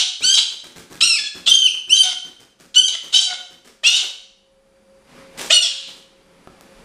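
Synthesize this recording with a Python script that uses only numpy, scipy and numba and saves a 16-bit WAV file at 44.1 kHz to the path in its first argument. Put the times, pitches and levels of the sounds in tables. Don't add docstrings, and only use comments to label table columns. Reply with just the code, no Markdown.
import sys
import numpy as np
from scipy import signal
from scipy.fft import rfft, irfft
from scipy.io import wavfile
from scipy.ndimage import uniform_filter1d, minimum_filter1d
from numba import njit

SR = 44100
rng = np.random.default_rng(int(sys.argv[2]) if len(sys.argv) > 2 else 0)


def wrap_up_sound(samples):
    columns = np.atleast_2d(samples).T
    tamed = np.clip(columns, -1, 1)
    steps = np.round(tamed * 32767).astype(np.int16)
    wavfile.write(sys.argv[1], SR, steps)


N = 301644
LEAD = SR // 2
TIME = np.arange(-LEAD, N) / SR
CUTOFF_HZ = 15687

# (f/Hz, level/dB per Hz); AIR_DB is its overall level
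AIR = [(15, -47), (25, -4.5), (172, -26.5), (202, -22.5), (394, -12), (543, -18), (588, -23.5), (769, -19),
       (4620, -32), (9520, -35), (15000, -52.5)]
AIR_DB = -71.5
# (f/Hz, width/Hz, level/dB)
HUM = [(204.6, 15, -77), (540, 1, -69.5), (2342, 40, -90), (4700, 40, -89.5), (9825, 60, -90)]

# (whistle level/dB, its octave level/dB, half-pitch level/dB, quarter-pitch level/dB,
#  lowest tones level/dB, rasp level/dB)
CLEAN = (1, -10, -18, -50, -73, -47)
HALVED = (-0.5, -5, -2, -34, -60.5, -25)
QUARTERED = (1.5, -7.5, -7.5, -2.5, -39, -14)
HARSH = (-18, -17.5, -1, 3.5, -34, 8.5)
FULL = (-5.5, -10.5, -14.5, 2.5, -9, -4)
CRACKED = (-17, -9, -16.5, -4.5, -33.5, -22.5)
CROAK = (-10, -13, -13.5, -5, -7.5, -6.5)
DULLING = 0.2
# (octave lift/dB, lowest tones lift/dB, [(t/s, cycle f/Hz, level/dB, register)])
SQUAWKS = [ (11.5, 12, [(-.2, 748, 2.5, HARSH), (-.03, 737.4, -19, QUARTERED), (.02, 720, -29.5, HARSH)]),
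           (-3.5, -4.5, [(.213, 542, -28, HALVED), (.243, 743, -7.5, HALVED), (.29, 780.5, -7.5, HALVED),
           (.33, 800.5, -10, HALVED), (.345, 800, -7.5, QUARTERED), (.365, 750, -6.5, CRACKED),
           (.385, 791.6, -15.5, HARSH), (.405, 784, -19, QUARTERED), (.435, 723, -44, QUARTERED)]),
           (7.5, 7.5, [(1.006, 603, -17.5, HARSH), (1.03, 657.5, -14, HALVED), (1.05, 733, -18, HALVED),
           (1.09, 689, -17.5, HALVED), (1.155, 643.4, -21.5, HALVED), (1.188, 512, -30, HALVED)]),
           (14, -0.5, [(1.184, 436, -28, HALVED), (1.22, 424.3, -37.5, HALVED),
           (1.29, 425.5, -35.5, HALVED)]), (3, -2.5, [(1.46, 670, -31.5, HARSH), (1.48, 684.6, -15.5, FULL),
           (1.5, 727, -9.5, CRACKED), (1.516, 784, -9.5, CLEAN), (1.56, 800, -10, CLEAN),
           (1.6, 778, -19, CLEAN), (1.665, 753.7, -7, CLEAN), (1.678, 692, -13.5, CLEAN),
           (1.692, 557, -32.5, CLEAN)]), (6, -5.5, [(1.888, 598, -31, QUARTERED),
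           (1.903, 682.4, -12, CLEAN), (1.925, 750.2, -7.5, CLEAN), (1.97, 793.4, -14, QUARTERED),
           (2.02, 775.4, -3.5, CLEAN), (2.035, 744, -19.5, FULL), (2.075, 741.6, -22, CROAK),
           (2.14, 696, -27, CROAK)]), (-1.5, 2.5, [(2.742, 646, -36, HARSH), (2.765, 742.7, -11, HALVED),
           (2.8, 779.4, -5, CLEAN), (2.82, 777, -31.5, CLEAN), (2.845, 793.7, -14, CLEAN),
           (2.872, 786.4, -12.5, CLEAN), (2.885, 774, -10.5, CRACKED), (2.905, 707, -44, HARSH),
           (2.96, 659, -26, CROAK)]), (0.5, 5, [(3.122, 668.5, -40, HARSH), (3.145, 744.2, -10, QUARTERED),
           (3.17, 776.6, -12.5, QUARTERED), (3.2, 775.6, -17.5, QUARTERED), (3.25, 790, -18.5, QUARTERED),
           (3.28, 737, -35.5, CROAK), (3.31, 743, -29.5, CROAK), (3.35, 710, -29, CROAK)]),
           (1, 3, [(3.833, 596, -25, CROAK), (3.85, 651, -21, QUARTERED), (3.875, 708, -13, QUARTERED),
           (3.92, 734, -21, QUARTERED), (3.97, 754.4, -14, QUARTERED), (4.0, 759.6, -33.5, HARSH),
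           (4.05, 722, -30, CROAK)]), (1, 1, [(5.496, 577, -44.5, FULL), (5.508, 630, -25.5, FULL),
           (5.52, 693, -27, FULL), (5.53, 738.5, -18.5, QUARTERED), (5.57, 715, -24, HALVED),
           (5.61, 712, -29.5, CLEAN), (5.625, 708, -18, CRACKED), (5.66, 650, -24, CRACKED),
           (5.685, 617, -32, QUARTERED)]), (0, 12.5, [(5.655, 558, -48, HARSH), (5.72, 561.4, -48.5, HARSH),
           (5.92, 566.6, -59, HARSH)])]
# (f/Hz, level/dB)
THROAT = [(150, -59), (600, -25.5), (1500, -14.5), (2200, -25.5), (3000, 8), (3800, 3), (6000, -11),
          (7000, -6.5), (9000, -20), (11000, -31), (15000, -63)]

# (f/Hz, t60/s); ROOM_DB is its level against the direct sound
ROOM = [(300, .48), (1300, .52), (3500, .56), (6000, .55), (9000, .47), (15000, .3)]
ROOM_DB = -5

# (t/s, air puff level/dB, feather swish level/dB)
BEATS = [(.2, -32, -33), (.341, -56, -62), (.499, -50, -38.5), (.631, -41, -38), (.752, -34, -38.5),
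         (.898, -36, -42), (.929, -53, -50.5), (1.009, -38.5, -47), (1.185, -45, -50.5), (1.34, -36, -37.5),
         (1.464, -39.5, -40), (1.6, -58.5, -49.5), (1.729, -47, -39.5), (1.87, -37, -56),
         (1.989, -53, -57.5), (2.121, -48, -50), (2.242, -40.5, -43.5), (2.39, -46, -46),
         (2.59, -46.5, -47), (2.75, -44, -64), (2.89, -76, -42), (3.024, -47.5, -39), (3.119, -56.5, -43.5),
         (3.369, -58.5, -42.5), (3.498, -46.5, -48.5), (3.645, -48.5, -45), (3.83, -57, -38),
         (4.025, -119.5, -33.5), (5.372, -52, -41), (5.407, -54.5, -45), (5.87, -50, -44),
         (5.956, -62, -59)]
BEAT_S = .035
# (f/Hz, level/dB per Hz)
PUFF = [(40, -13.5), (100, -10), (200, -3.5), (350, -1), (600, -18.5), (1500, -11.5), (3000, -31.5)]
# (f/Hz, level/dB per Hz)
SWISH = [(180, -62.5), (300, -12.5), (384, 0.5), (663, -2.5), (907, -5), (2110, -3.5), (8020, -7.5),
         (15500, -24)]
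# (t/s, level/dB)
QUIVER = [(4.95, -99), (5.1, -66.5), (5.2, -63), (5.3, -74), (5.4, -62), (5.5, -73.5)]
# (f/Hz, level/dB per Hz)
BRUSH = [(88, -25.5), (150, -2), (404, -4.5), (532, -9), (921, -9.5), (2530, -12.5), (12000, -30.5),
         (15600, -57), (22000, -120)]

# (t/s, level/dB, hardness f/Hz)
TAPS = [(5.416, -59, 9000), (6.474, -49, 1542), (6.61, -62.5, 9400)]
# (f/Hz, level/dB, t60/s)
BOARDS = [(236.4, -21.5, .05), (390, -8, 0.06), (770, 0.5, 0.016), (1330, 2, 0.02), (1720, -5, 0.033)]


def amp(db):
    return 10 ** (np.asarray(db) / 20)


def rms_one(x):
    return x / np.sqrt(np.mean(x ** 2) + 1e-20)


def at_hz(points, hz):
    table_hz, value = np.array(points).T
    return np.interp(np.log(np.maximum(hz, 1)), np.log(table_hz), value)


def coloured(spectrum, size=len(TIME)):
    hz = np.fft.rfftfreq(size, 1 / SR)
    white = rng.standard_normal(size)
    return rms_one(irfft(rfft(white) * amp(at_hz(spectrum, hz)), size))


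def drift(hz, size=len(TIME)):
    r = np.exp(-2 * np.pi * hz / SR)
    white = rng.standard_normal(size + 4000)
    return rms_one(signal.lfilter([1], [1, -2 * r, r * r], white)[4000:])


def ring(x, hz, width_hz):
    r, w = np.exp(-np.pi * width_hz / SR), 2 * np.pi * hz / SR
    return signal.lfilter([0, np.sin(w)], [1, -2 * r * np.cos(w), r * r], x + 1e-18)


def room_tone():
    white = rng.standard_normal(len(TIME))
    hum = sum(amp(db) * rms_one(ring(white, hz, width_hz)) for hz, width_hz, db in HUM)
    return amp(AIR_DB) * coloured(AIR) + hum


def squawk(bright_db, deep_db, rows, jitter=.22, wobble=.007, flutter_db=4.0, edge_s=.007):
    s, cycle_hz, row_db, registers = zip(*rows)
    span = (TIME >= s[0]) & (TIME < s[-1])
    t = TIME[span]
    hz = np.interp(t, s, cycle_hz)
    whistle, octave, half, quarter, low, rasp = [
        np.interp(t, s, family + row_db) for family in np.transpose(registers)]
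    dull_db = DULLING * (max(row_db) - np.interp(t, s, row_db))
    octave = octave + bright_db - dull_db
    half = half - dull_db
    low = low + deep_db

    strongest = np.max([whistle, octave, half, quarter], axis=0)
    unsteady = jitter * np.clip(amp(rasp - strongest), 0, 1)
    wobbly_hz = hz * (1 + wobble * drift(30, len(t)))
    phase = 2 * np.pi * np.cumsum(wobbly_hz) / SR + unsteady * drift(330, len(t))

    out = amp(rasp) * coloured(THROAT, len(t)) * (1 + 0.3 * np.cos(phase))
    for k in range(1, 21):
        if k in (1, 3):
            family_db, anchor = low, 1
        elif k == 2:
            family_db, anchor = np.maximum(half - 19, low - 1.5), 2
        elif k == 4:
            family_db, anchor = whistle, 4
        elif k % 4 == 0:
            family_db, anchor = octave, 8
        elif k % 2 == 0:
            family_db, anchor = half, 6
        else:
            family_db, anchor = quarter, 5
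        shape_db = at_hz(THROAT, k * hz) - at_hz(THROAT, anchor * hz)
        flicker_db = flutter_db * (drift(50, len(t)) - 2)
        rough_db = 9.6 * unsteady * drift(150, len(t))
        tone = np.sqrt(2) * np.sin(k * phase + rng.uniform(0, 2 * np.pi)) * (k * hz < CUTOFF_HZ)
        out += amp(family_db + shape_db + flicker_db + rough_db) * tone

    voice = np.zeros(len(TIME))
    voice[span] = out * np.clip(np.minimum(t - s[0], s[-1] - t) / edge_s, 0, 1)
    return voice


def room(x, first_s=0.0077):
    t, tail = np.arange(SR) / SR, 0
    edges_hz = np.geomspace(60, 18000, 12)
    for low, high in zip(edges_hz, edges_hz[1:]):
        bandpass = signal.butter(2, [low, high], "band", fs=SR, output="sos")
        band = signal.sosfilt(bandpass, rng.standard_normal(SR))
        tail = tail + band * amp(-60 * t / at_hz(ROOM, np.sqrt(low * high)))
    tail = tail * (t > first_s)
    return signal.fftconvolve(x, tail / np.sqrt(np.sum(tail ** 2)))[:len(x)]


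def wings(rise=.8, crackle_db=4.5):
    puff, swish = np.zeros((2, len(TIME)))
    for s, puff_db, swish_db in BEATS:
        span = (TIME >= s) & (TIME < s + 8 * BEAT_S)
        t = TIME[span] - s
        stroke = (1 - np.exp(-t / (rise * BEAT_S))) * np.exp(-t / BEAT_S)
        puff[span] += amp(puff_db) * stroke
        swish[span] += amp(swish_db) * stroke
    swish *= amp(crackle_db * drift(300))
    brush = amp(np.interp(TIME, *np.transpose(QUIVER)))
    return puff * coloured(PUFF) + swish * coloured(SWISH) + brush * coloured(BRUSH)


def taps():
    clicks = np.zeros(len(TIME))
    t = np.arange(200) / SR
    for s, level_db, hard_hz in TAPS:
        at = LEAD + round(s * SR)
        contact = t * np.exp(-2 * np.pi * hard_hz * t)
        clicks[at:at + 200] += amp(level_db) * contact / contact.sum()
    boards = sum(amp(db) * ring(clicks, hz, np.log(1000) / np.pi / t60) for hz, db, t60 in BOARDS)
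    return amp(28.5) * clicks + boards


def scene():
    background = room_tone()
    bird = sum(squawk(*call) for call in SQUAWKS) + wings() + taps()
    return (bird + amp(ROOM_DB) * room(bird) + background)[None, LEAD:]


@njit
def follow(wanted_db, start_db, fall, rise_db):
    gain_db, now = np.empty_like(wanted_db), start_db
    for i in range(len(wanted_db)):
        now += max(min(wanted_db[i] - now, rise_db), 0) + fall * min(wanted_db[i] - now, 0)
        gain_db[i] = now
    return gain_db


def record(dry):
    aim_db, most_db, fall_s, rise_db_per_s = -35, 24, 0.36, 13
    level_db = 10 * np.log10(uniform_filter1d(dry[0] ** 2, size=1000) + 1e-12)
    wanted_db = np.clip(aim_db - level_db, 0, most_db)
    gain_db = follow(wanted_db, 0., 1 / (fall_s * SR), rise_db_per_s / SR)
    loud = dry * amp(gain_db)
    limit = minimum_filter1d(1 / np.maximum(np.abs(loud), 1), size=301)
    loud = loud * uniform_filter1d(limit, size=151)
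    top_cut = signal.cheby2(22, 70, CUTOFF_HZ + 150, fs=SR, output="sos")
    return np.clip(signal.sosfilt(top_cut, loud), -1, 1)


dry = scene()
out = record(dry)
wrap_up_sound(out)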